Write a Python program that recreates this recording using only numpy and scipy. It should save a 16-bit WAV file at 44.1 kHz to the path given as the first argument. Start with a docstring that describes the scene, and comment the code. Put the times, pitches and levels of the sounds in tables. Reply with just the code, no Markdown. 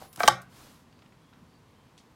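"""A soft rustle, light finger taps and a brief thin whine, then a plastic tray scrapes into its holder
under a car, knocks twice on its guides and snaps home with a hard double clack. Each blow rings the
tray and scatters between floor pan and ground; the snap leaves an underbody panel humming. A sleeve
brushes past as the arm draws back, and faint ticks and far whistles follow over a quiet outdoor rumble."""
import sys
import numpy as np
from scipy import signal
from scipy.fft import rfft, irfft, next_fast_len
from scipy.io import wavfile

SR = 44100
rng = np.random.default_rng(int(sys.argv[2]) if len(sys.argv) > 2 else 0)


def bounce(signal):
    """Save signal as a 16-bit WAV file at the path given by the first command-line argument."""
    frames = np.transpose(np.atleast_2d(signal))
    limited = np.clip(frames, -1, 1)
    pcm = np.round(limited * 32767).astype(np.int16)
    wavfile.write(sys.argv[1], SR, pcm)


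N = 94815
T = np.arange(N) / SR

# tray hits holder: t/s, force/dB, low edge/Hz, high edge/Hz, crack/dB, crack top/Hz, "guide" or "latch"
KNOCKS = [(0.2047, -18, 1200, 2520, -30, 2800, "guide"), (0.2058, -15, 600, 1700, -36.5, 2200, "guide"),
          (0.2336, -13.5, 1300, 5800, -20, 6000, "guide"), (0.2372, -15, 450, 1350, -36.5, 1500, "guide"),
          (0.2775, -7.5, 1900, 6600, -9, 14620, "latch"), (0.2778, -21, 680, 1100, -19, 2316, "latch"),
          (0.2815, 0, 680, 2000, -21.5, 9000, "latch"), (0.2840, -14, 2600, 9400, -14, 14500, "latch")]
# tray modes: f/Hz, t60/s, level struck at the guide/dB, level struck at the latch/dB
TRAY_MODES = [(320, .1, -18, -21.5), (620, 0.014, -17, -17.5), (712, 0.073, -5, -13.5),
              (853, 0.031, -8.5, -1), (1148, .034, -3, -3), (1270, 0.045, -7, -19.5),
              (1566, .024, -4, -5.5), (1920, .014, -7, -10), (2266, 0.025, -7.5, -18.5),
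              (3100, 0.015, -16, -6), (3710, .013, -14, -4.5), (4060, 0.015, -10.5, -29),
              (5600, 0.015, -11, -5), (7060, .011, -24, -12), (8200, 0.021, -27.5, -10.5)]
# colour of the crack on each hit: f/Hz, level/dB
CRACK_COLOUR = [(450, -27), (1000, -6), (2100, 4.5), (2550, -5), (3200, -1), (6000, -1.5), (7600, -6.5),
                (8300, -3), (9300, -11), (12000, -16.5), (16000, -10)]
# underbody panel modes: f/Hz, level/dB, t60/s
PANEL_MODES = [(63, -44.5, .35), (108, -36.5, .25), (127, -31.5, .38), (183, -41.5, 0.59),
               (350.2, -27.5, 0.16), (533, -29.5, 0.2)]
# envelope of the scrape along the guides: t/s, level/dB
SLIDE_LEVEL = [(0.13, -69.5), (0.18, -57.5), (0.2, -39.5), (0.23, -39), (0.275, -40.5), (0.29, -80)]
# colour of the scrape: f/Hz, level/dB
SLIDE_COLOUR = [(150, -3), (400, -3), (700, 1), (1500, 4.5), (3000, -7.5), (4200, -8.5), (5500, -7.5),
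                (10000, -9), (16000, -12)]
# light touches of fingers and plastic: t/s, level/dB, low edge/Hz, high edge/Hz, t60/s
TICKS = [(0.0145, -45, 420, 800, .06), (0.022, -39, 620, 744.4, .03), (0.129, -49.5, 2430, 15000, 0.068),
         (0.1605, -40, 999, 14250, 0.019), (0.1731, -48.5, 2054, 9985, 0.049), (0.175, -41, 620, 900, .035),
         (0.177, -36.5, 160, 281, 0.055), (0.194, -37, 1153, 1867, .04), (0.1995, -35, 4980, 15000, 0.022),
         (0.238, -29, 299.7, 380, .11), (0.26, -42.5, 3994, 10160, 0.018), (0.417, -51, 2450, 14000, 0.052),
         (0.927, -55.5, 299, 3555, 0.026), (0.99, -58, 1498, 3940, 0.03), (1.021, -54.5, 500, 3383, 0.046),
         (1.061, -58, 800, 3497, 0.028), (1.123, -59.5, 797, 2600, 0.057), (1.328, -55.5, 300, 1553, 0.062),
         (1.335, -56, 685, 4225, 0.019), (1.978, -50, 2600, 6900, .02), (1.983, -57, 2300, 7040, 0.15)]
# sleeve strokes: t/s, level/dB, attack/s, hold/s, release/s
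SLEEVE_STROKES = [(-0.02, -51, 0.032, 0.0083, 0.088), (0.482, -53.5, 0.088, 0.067, 0.23)]
# colour of the cloth: f/Hz, level/dB
CLOTH_COLOUR = [(200, 5), (600, -4), (1100, -0.5), (2000, -9), (4000, -7), (8000, -12.5), (12000, -13.5),
                (16000, -20)]
# reverb colour of the gap between floor pan and ground: f/Hz, level/dB
GAP_COLOUR = [(100, -14), (330, -2), (440, -5.5), (600, -1), (830, 1), (1000, -8), (1190, -1), (1390, -5.5),
              (1560, 6), (1900, -6), (2400, -9.5), (3200, -5.5), (4700, -7.5), (7000, -12.5), (10000, -19),
              (16000, -24)]
# reverb decay in that gap: f/Hz, t60/s
GAP_T60 = [(100, 0.43), (500, 0.28), (800, .27), (1500, 0.28), (3500, .23), (8000, 0.2), (16000, 0.2)]
# colour of the outdoor air: f/Hz, level/dB
AIR_COLOUR = [(15, -58.5), (25, -31), (45, -8.5), (157, -3), (200, -10.5), (229, -5), (384, -13.5),
              (463, -12), (677, -17.5), (1020, -13), (1330, -20), (4490, -28.5), (4870, -29.5),
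              (14800, -41.5), (16000, -46)]
# colour of the rumble: f/Hz, level/dB
RUMBLE_COLOUR = [(40, -20.5), (65, -5), (110, -3), (160, 1), (240, -0.5), (330, -13.5), (800, -54)]
# envelope of the rumble: t/s, level/dB
RUMBLE_LEVEL = [(0, -73), (0.12, -66.5), (0.8, -66), (1.05, -61.5), (1.3, -67), (1.42, -56.5), (1.55, -65),
                (2.15, -68)]
# tones of the opening whine: f/Hz, level/dB
WHINE_TONES = [(10791, -65), (14388, -64)]
# distant whistles: t/s, length/s, f/Hz, level/dB
WHISTLES = [(0.897, 0.14, 4620, -75), (1.165, 0.23, 3320, -76.5), (1.477, 0.12, 4620, -77.5),
            (1.678, 0.21, 3170, -77.5)]

FORCE_SEND_DB, RING_SEND_DB, CRACK_SEND_DB, SMALL_SEND_DB = 8.5, -28, -22.5, -12.5  # into the gap reverb


def blows(place):
    """The force of the tray hitting the guide or the latch: one band-limited click a blow."""
    return sum(from_db(db) * band(click(start), low, high, order=3)
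               for start, db, low, high, _, _, where in KNOCKS if where == place)


def tray_ring(guide, latch):
    """The body of the clack: blows ring the tray's modes in a balance set by where they land."""
    return sum(ring(from_db(guide_db) * guide + from_db(latch_db) * latch, hz, t60)
               for hz, t60, guide_db, latch_db in TRAY_MODES)


def tray_crack(t60=.018):
    """The hard edge of the clack: a short burst of noise on every blow."""
    return sum(from_db(db) * dying(start, t60) * rms_one(band(noise(CRACK_COLOUR), low, top, order=4))
               for start, _, low, _, db, top, _ in KNOCKS)


def panel(start=.282, build_s=.02):
    """The snap spreads into the underbody panel, which swells and hums on."""
    hum = sum(from_db(db) * ring(click(start), hz, t60) for hz, db, t60 in PANEL_MODES)
    return rising(start, build_s) * hum


def slide(slips_per_s=4000):
    """Plastic rubs on plastic in dense tiny slips."""
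    slips = (rng.random(N) < slips_per_s / SR) * rng.choice([-1, 1], N)
    sliding = (T > SLIDE_LEVEL[0][0]) & (T < SLIDE_LEVEL[-1][0])
    return sliding * level(SLIDE_LEVEL) * coloured(slips, SLIDE_COLOUR)


def ticks():
    """Fingers and plastic touch lightly, each a quickly dying noise burst in its own band."""
    touches = np.zeros(N)
    for start, db, low, high, t60 in TICKS:
        burst = dying(start, t60) * rng.standard_normal(N)
        makeup = np.sqrt(SR / 2 / max(high - low, 20))  # restores the power the filter takes away
        touches += from_db(db) * makeup * band(burst, low, high, order=3)
    return touches


def sleeve():
    """Brushing cloth hisses in soft strokes."""
    strokes = sum(from_db(db) * np.interp(T, start + np.cumsum([0, attack, hold, release]), [0, 1, 1, 0])
                  for start, db, attack, hold, release in SLEEVE_STROKES)
    return strokes * noise(CLOTH_COLOUR)


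def under_car(send, predelay_s=.0034, build_s=.0026):
    """Dense reflections between floor pan and ground; the treble dies first."""
    edges_hz = np.geomspace(60, 17000, 13)
    wash = noise(GAP_COLOUR)
    tail = sum(band(wash, low, high, order=4) * dying(0, at_hz(GAP_T60, np.sqrt(low * high)))
               for low, high in zip(edges_hz, edges_hz[1:]))
    tail *= rising(predelay_s, build_s)
    return signal.fftconvolve(send, tail / np.sqrt(np.sum(tail ** 2)))[:N]


def outdoors(air_db=-59.5):
    """The bed: steady outdoor air and a wavering rumble."""
    return from_db(air_db) * noise(AIR_COLOUR) + level(RUMBLE_LEVEL) * noise(RUMBLE_COLOUR)


def whine(attack_s=.03, release_s=.018, end_s=.18):
    """Two faint, very high tones fade in and out at the start."""
    fade = np.clip(np.minimum(T / attack_s, (end_s - T) / release_s), 0, 1)
    return fade * sum(from_db(db) * np.sin(2 * np.pi * hz * T) for hz, db in WHINE_TONES)


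def whistles(t60=.03):
    """Thin wavering tones far away: noise through a narrow resonance, under a rounded fade."""
    tones = np.zeros(N)
    for start, length, hz, db in WHISTLES:
        position = 2 * (T - start) / length - 1  # -1 to 1 across the whistle
        arch = np.sqrt(np.clip(1 - position ** 2, 0, 1))
        tones += from_db(db) * arch * rms_one(ring(rng.standard_normal(N), hz, t60))
    return tones


def from_db(db):
    """Decibels to gain."""
    return 10 ** (np.asarray(db) / 20)


def rms_one(x):
    """Scale to unit rms."""
    return x / np.sqrt(np.mean(x ** 2) + 1e-20)


def at_hz(points, hz):
    """Read a table on a log-frequency axis."""
    freqs, values = np.transpose(points)
    return np.interp(np.log(np.maximum(hz, 1)), np.log(freqs), values)


def level(points):
    """A gain envelope through points of t/s, level/dB."""
    return from_db(np.interp(T, *np.transpose(points)))


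def coloured(x, colour):
    """EQ a signal with a colour curve; rms 1."""
    size = next_fast_len(N)
    hz = np.arange(size // 2 + 1) * SR / size
    spectrum = rfft(x, size) * from_db(at_hz(colour, hz))
    return rms_one(irfft(spectrum, size)[:N])


def noise(colour):
    """Coloured noise of rms 1."""
    return coloured(rng.standard_normal(N), colour)


def band(x, low_hz, high_hz, order=2):
    """High-pass, then low-pass."""
    for hz, kind in ((low_hz, "high"), (high_hz, "low")):
        sos = signal.butter(order, np.clip(hz, 10, .45 * SR), kind, fs=SR, output="sos")
        x = signal.sosfilt(sos, x + 1e-18)
    return x


def click(start):
    """A unit impulse at the start time."""
    return np.maximum(1 - np.abs(T - start) * SR, 0)


def rising(start, build_s):
    """An envelope that eases from 0 towards 1."""
    return 1 - np.exp(-np.maximum(T - start, 0) / build_s)


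def dying(start, t60):
    """An envelope that jumps to 1, then falls 60 dB in t60 seconds."""
    return (T >= start) * np.exp(-np.log(1000) * np.clip((T - start) / t60, 0, 10))


def ring(force, hz, t60):
    """One mode: a unit click sets off a decaying sine of height about 1."""
    radius = np.exp(-np.log(1000) / (t60 * SR))
    angle = 2 * np.pi * hz / SR
    return signal.lfilter([0, np.sin(angle)], [1, -2 * radius * np.cos(angle), radius ** 2], force + 1e-18)


def scene():
    """The mono mix: tray and hand up close, their reflections under the car, the outdoors behind."""
    guide, latch = blows("guide"), blows("latch")
    body = tray_ring(guide, latch)
    crack = tray_crack()
    small_sounds = ticks() + slide()
    send = (from_db(FORCE_SEND_DB) * (guide + latch) + from_db(RING_SEND_DB) * body
            + from_db(CRACK_SEND_DB) * crack + from_db(SMALL_SEND_DB) * small_sounds)
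    foreground = body + crack + small_sounds + under_car(send) + panel() + sleeve()
    return (foreground + outdoors() + whine() + whistles())[None]


def record(dry, ceiling=.88, low_cut_hz=26, high_cut_hz=15900):
    """Soft clipping rounds the loudest peaks; the deep bass and the very top are cut."""
    rounded = dry / (1 + (dry / ceiling) ** 6) ** (1 / 6)
    low_cut = signal.butter(2, low_cut_hz, "high", fs=SR, output="sos")
    high_cut = signal.ellip(10, .2, 80, high_cut_hz, fs=SR, output="sos")
    return signal.sosfilt(high_cut, signal.sosfilt(low_cut, rounded))


dry = scene()
out = record(dry)
bounce(out)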